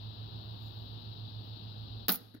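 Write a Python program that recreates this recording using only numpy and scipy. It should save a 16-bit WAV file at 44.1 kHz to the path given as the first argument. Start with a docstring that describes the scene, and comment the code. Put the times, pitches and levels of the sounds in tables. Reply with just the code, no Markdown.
"""A distant engine throbs, its two close tones beating, over outdoor air, a steady hiss and a faint whistle.
About two seconds in, a crossbow fires close by in the backyard: the trigger ticks, the latch lets go,
the string slams home, and the limbs and fittings rattle in damped vibration. The bolt thuds in far off,
and the yard scatters a weak tail. The snap drives a limiter's gain down, so the background stays ducked."""
import sys
import numpy as np
from scipy import signal
from scipy.fft import rfft, irfft
from scipy.io import wavfile
from scipy.ndimage import uniform_filter1d

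SR = 44100
rng = np.random.default_rng(int(sys.argv[2]) if len(sys.argv) > 2 else 0)


def materialize(psi):
    """Save the field psi as 16-bit PCM at rate SR to the path in sys.argv[1].

    A 1-D psi becomes a single channel; in a 2-D psi each row is a channel.
    """
    bounded = np.clip(np.atleast_2d(psi).T, -1, 1)
    quanta = np.round(bounded * 32767).astype(np.int16)
    wavfile.write(sys.argv[1], SR, quanta)


N = 105840

# noise spectra of air, low rumble, hiss, finer hiss and whistle: frequency_hz, relative_density_db
AIR_SPECTRUM = [(20, -24), (40, -5.5), (62, -6), (90, 0), (150, -5.5), (235, -5.5), (300, -10.5),
                (550, -18), (850, -13.5), (1400, -24.5), (2200, -39.5), (3500, -35), (6500, -57.5),
                (9000, -60.5)]
RUMBLE_SPECTRUM = [(30, -31), (50, -3.5), (62, 8), (76, -2.5), (110, -32.5), (300, -68.5), (2000, -120)]
HISS_SPECTRUM = [(2100, -38.5), (2700, -10.5), (3300, -4), (3900, 3.5), (4500, -4), (5200, -15.5),
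                 (5900, -33.5), (7000, -53)]
FINE_HISS_SPECTRUM = [(6000, -21), (9800, -31), (11000, -10.5), (12300, -3.5), (13700, -2.5), (15500, 0.5)]
WHISTLE_SPECTRUM = [(6300, -40), (6900, -11), (7080, -0.5), (7300, -18), (7900, -40.5), (13600, -39),
                    (14120, 12), (14600, -29)]
# brief swells of rumble, finer hiss and whistle: peak_s, width_s, level_db
RUMBLE_SWELLS = [(.83, 0.019, -54.5), (1.98, 0.12, -52)]
FINE_HISS_SWELLS = [(.66, .19, -80), (1.46, 0.029, -81.5), (1.81, 0.027, -84)]
WHISTLE_SWELLS = [(.655, 0.033, -77), (.8, 0.036, -86)]
# impacts of trigger, latch and string, then rattles: start_s, clack_db, sizzle_db, t60_s
BOW_IMPACTS = [(2.0655, -68, -51, 0.013), (2.0825, -10.5, 1.5, 0.016), (2.0882, -18, -3, 0.01),
               (2.0916, -7, -5.5, 0.02), (2.0958, -23, -5, 0.036), (2.1007, -17, -7, 0.025),
               (2.1084, -25.5, -13.5, 0.057), (2.1182, -27.5, -4, 0.04), (2.1243, -29, -15, 0.039),
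               (2.133, -39, -14, 0.037), (2.1422, -34, -15.5, 0.1), (2.149, -54, -37, 0.027),
               (2.157, -35, -15, 0.013)]
# the stock's clack, the fittings' sizzle and the string's woody smack: frequency_hz, relative_density_db
CLACK_SPECTRUM = [(90, -20), (190, 0.5), (330, 0), (620, 0), (850, 2.5), (1020, -7), (1350, 4.5),
                  (1600, -4.5), (2200, -8), (3300, -5.5), (4500, -0.5), (5400, -5.5), (6100, -28),
                  (8000, -26), (12000, -52)]
SIZZLE_SPECTRUM = [(3000, -20), (6600, -19), (7800, -28), (9200, -16), (10100, -15), (11000, -1),
                   (12800, 0.5), (14000, -3.5), (15600, 3)]
SMACK_SPECTRUM = [(100, -22.5), (185, 8), (290, -5), (400, -2.5), (520, 0), (680, -2.5), (880, -4.5),
                  (1050, -5.5), (1330, -14), (1600, -7.5), (2000, -12), (2500, -42), (7000, -59)]
# normal modes of string, limbs and metal parts: pitch_hz, relative_level_db, t60_s
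BOW_MODES = [(198, -21.5, 0.1), (236.6, -25.5, 0.19), (637, -28.5, 0.1), (856, -35, 0.12),
             (1228, -42, 0.125), (1343, -26.5, 0.1), (2015, -48, .13), (3860, -49, .15), (4350, -32, 0.07),
             (5340, -54, 0.065), (6578, -54, 0.28), (12510, -35, 0.14), (13040, -21, 0.067)]
# stereo balance of the bow: frequency_hz, left_minus_right_db
BOW_BALANCE = [(200, -5.5), (700, 0), (1300, -1), (2400, 3.5), (4400, 10), (6500, 11.5), (8500, -1.5),
               (11000, -1), (13000, -9.5), (15500, 1.5)]
# the bolt lands in two knocks, then its echo returns: start_s, thud_db, tick_db, t60_s
BOLT_IMPACTS = [(2.3413, -37, -50, 0.07), (2.3469, -34.5, -52, 0.018), (2.363, -40.5, -66, 0.21)]
# the bolt's thud and tick: frequency_hz, relative_density_db
THUD_SPECTRUM = [(100, -11), (180, -2), (270, 5), (450, -7.5), (900, -29), (1750, -15), (2500, -36),
                 (4300, -25), (7500, -55)]
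TICK_SPECTRUM = [(3000, -24), (6700, -12), (8500, -25), (11000, 5), (13000, -1), (15500, -4)]
# frequency response of the yard's scattering: frequency_hz, relative_gain_db
YARD_RESPONSE = [(150, 10), (450, 12.5), (1400, 2.5), (4000, 4.5), (8000, -3.5), (12000, -4.5),
                 (15500, -16)]

ATTACK_S = 0.00041  # rise time of a hard contact


def undb(db):
    """Amplitude ratio of a level in decibels."""
    return 10 ** (np.asarray(db) / 20)


def unit(x):
    """Normalisation to rms 1."""
    return x / np.sqrt(np.mean(x ** 2))


def pan(db):
    """Channel gains for a level difference, left minus right."""
    return undb(np.array([[.5], [-.5]]) * db)


def curve(points):
    """Levels interpolated over the spectrum in log frequency."""
    hz, db = np.array(points, float).T
    bin_hz = np.arange(N + 1) * SR / (2 * N)
    return np.interp(np.log(bin_hz + 1), np.log(hz), db)


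def colour(x, db):
    """Minimum-phase filter: folding the cepstrum makes the gain curve causal."""
    cepstrum = irfft(np.log(undb(db)))
    cepstrum[..., 1:N] *= 2
    cepstrum[..., N + 1:] = 0
    return irfft(rfft(x, 2 * N) * np.exp(rfft(cepstrum)))[..., :N]


def shape(x, spectrum):
    """Spectral shaping that conserves the power of white noise."""
    db = curve(spectrum)
    return colour(x, db - 10 * np.log10(np.mean(undb(db) ** 2)))


def stereo_noise(correlation):
    """Partial coherence: a common noise plus a second in antiphase between left and right."""
    mid, side = rng.standard_normal((2, N))
    return np.sqrt((1 + correlation) / 2) * mid + np.sqrt((1 - correlation) / 2) * side * [[1], [-1]]


def wander(rate_hz):
    """Slow fluctuation of rms 1, from twice-smoothed random steps."""
    hold = int(SR / rate_hz)
    steps = np.repeat(rng.standard_normal(N // hold + 1), hold)
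    return unit(uniform_filter1d(uniform_filter1d(steps, hold), hold)[:N])


def swells(t, table):
    """A sum of Gaussian rises and falls in amplitude."""
    return sum(undb(db) * np.exp(-.5 * ((t - peak) / width) ** 2) for peak, width, db in table)


def strike(t, start, attack, t60):
    """Damped response: a linear rise, then exponential decay by 60 dB in t60 seconds."""
    rise = np.clip((t - start) / attack, 0, 1)
    return rise * np.exp(-np.log(1000) * np.maximum(t - start - attack, 0) / t60)


def engine(t, pitch_hz=106.7, beat_hz=6.93, crest_s=1.378, left_lead_s=.0005):
    """Beating: two close tones of a distant engine throb at their difference frequency."""
    drift = np.cumsum(0.38 * wander(rate_hz=3.48)) / SR
    cycles = pitch_hz * (t + np.array([[left_lead_s], [0]])) + drift
    lower = np.sin(2 * np.pi * cycles)
    upper = undb(-6.5) * np.sin(2 * np.pi * (cycles + beat_hz * (t - crest_s)))
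    level_db = -46 + 0.5 * wander(rate_hz=9.06)
    return unit(lower + upper) * undb(level_db) * pan(-4.5)


def outdoor_air(t, coherent_below_hz=150, right_lag_s=.0005):
    """Far air and rumble are coherent in the bass and reach the left side first."""
    noise = stereo_noise(0.59)
    mid = noise.mean(axis=0)
    side = signal.sosfilt(signal.butter(1, coherent_below_hz, "high", fs=SR, output="sos"), noise - mid)
    air = shape(mid + side, AIR_SPECTRUM) * undb(-52 + .5 * wander(rate_hz=3.6))
    rumble = shape(rng.standard_normal(N), RUMBLE_SPECTRUM) * swells(t, RUMBLE_SWELLS)
    left, right = air + rumble
    return np.array([left, np.interp(t - right_lag_s, t, right)]) * pan(-1.5)


def hiss(t):
    """Band-limited noise: a steady hiss on the left, and a finer one above it that swells."""
    steady = shape(stereo_noise(0.61), HISS_SPECTRUM) * undb(-63) * pan(26)
    fine = shape(stereo_noise(0.21), FINE_HISS_SPECTRUM)
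    return steady + fine * (undb(-73.5) + swells(t, FINE_HISS_SWELLS))


def whistle(t):
    """Narrow-band noise has pitch: two bands an octave apart whistle faintly on the left."""
    return shape(stereo_noise(0.69), WHISTLE_SPECTRUM) * swells(t, WHISTLE_SWELLS) * pan(20)


def crossbow(t, slap_s=2.0885, build_s=.002):
    """Impact excitation: blows sound the stock and fittings; the string's slap rings the normal modes."""
    clack_envelope = sizzle_envelope = ring = 0
    for start, clack_db, sizzle_db, t60 in BOW_IMPACTS:
        decay = strike(t, start, ATTACK_S, t60)
        first_contact = undb(-17.5) * strike(t, start, ATTACK_S, t60=0.0044)
        clack_envelope += undb(clack_db) * (decay + first_contact)
        sizzle_envelope += undb(sizzle_db) * decay
    for hz, db, t60 in BOW_MODES:
        ring += undb(db) * strike(t, slap_s, build_s, t60) * np.sin(2 * np.pi * (hz * t + rng.random()))
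    smack_envelope = undb(-15) * strike(t, slap_s, build_s, t60=0.08)
    smack = shape(smack_envelope * stereo_noise(0.48), SMACK_SPECTRUM)
    clack = shape(clack_envelope * stereo_noise(0.48), CLACK_SPECTRUM)
    sizzle = shape(sizzle_envelope * stereo_noise(0.18), SIZZLE_SPECTRUM)
    balance_db = np.array([[.5], [-.5]]) * curve(BOW_BALANCE)
    return colour(smack + clack + sizzle + undb(6) * ring, balance_db)


def bolt(t):
    """Damped impacts: the far bolt lands in two knocks and an echo follows, each a dull thud with a faint tick."""
    thud = sum(undb(db) * strike(t, start, 0.0017, t60) for start, db, _, t60 in BOLT_IMPACTS)
    tick = sum(undb(db) * strike(t, start, ATTACK_S, t60) for start, _, db, t60 in BOLT_IMPACTS)
    return (shape(thud * stereo_noise(0.34), THUD_SPECTRUM)
            + shape(tick * stereo_noise(0.28), TICK_SPECTRUM))


def yard(t, sound, gain_db=-22.5):
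    """Reverberation: ground, walls and trees scatter the sound into a weak, diffuse tail."""
    tail = stereo_noise(0.1) * strike(t, 0, attack=0.011, t60=0.53)
    impulse_response = colour(unit(tail) / np.sqrt(N), curve(YARD_RESPONSE) + gain_db)
    return signal.fftconvolve(sound, impulse_response, axes=1)[:, :N]


def scene():
    """Superposition: the shot and its reverberation add to the continuous background."""
    t = np.arange(N) / SR
    shot = crossbow(t) + bolt(t)
    return shot + yard(t, shot) + engine(t) + hiss(t) + outdoor_air(t) + whistle(t)


def record(dry, limit_db=-19, sense_s=0.0036, release_s=0.83, look_ahead_s=0.036):
    """Limiting: gain falls ahead of a peak and recovers slowly; a fade-out and steep low-pass follow."""
    t = np.arange(N) / SR
    power = uniform_filter1d(np.mean(dry ** 2, axis=0), int(sense_s * SR))
    release = np.exp(-t / release_s)
    held_rms = np.maximum.accumulate(np.sqrt(np.abs(power)) / release) * release
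    gain = undb(limit_db) / np.maximum(held_rms, undb(limit_db))
    smooth_gain = uniform_filter1d(gain, int(look_ahead_s * SR))
    early_gain = np.interp(t + look_ahead_s / 2, t, smooth_gain)
    fade_s, cutoff_hz = 0.045, 15750
    fade = np.sqrt(np.clip((N / SR - t) / fade_s, 0, 1))
    low_pass = signal.ellip(12, .2, 80, cutoff_hz, fs=SR, output="sos")
    return signal.sosfilt(low_pass, dry * early_gain * fade)


dry = scene()
out = record(dry)
materialize(out)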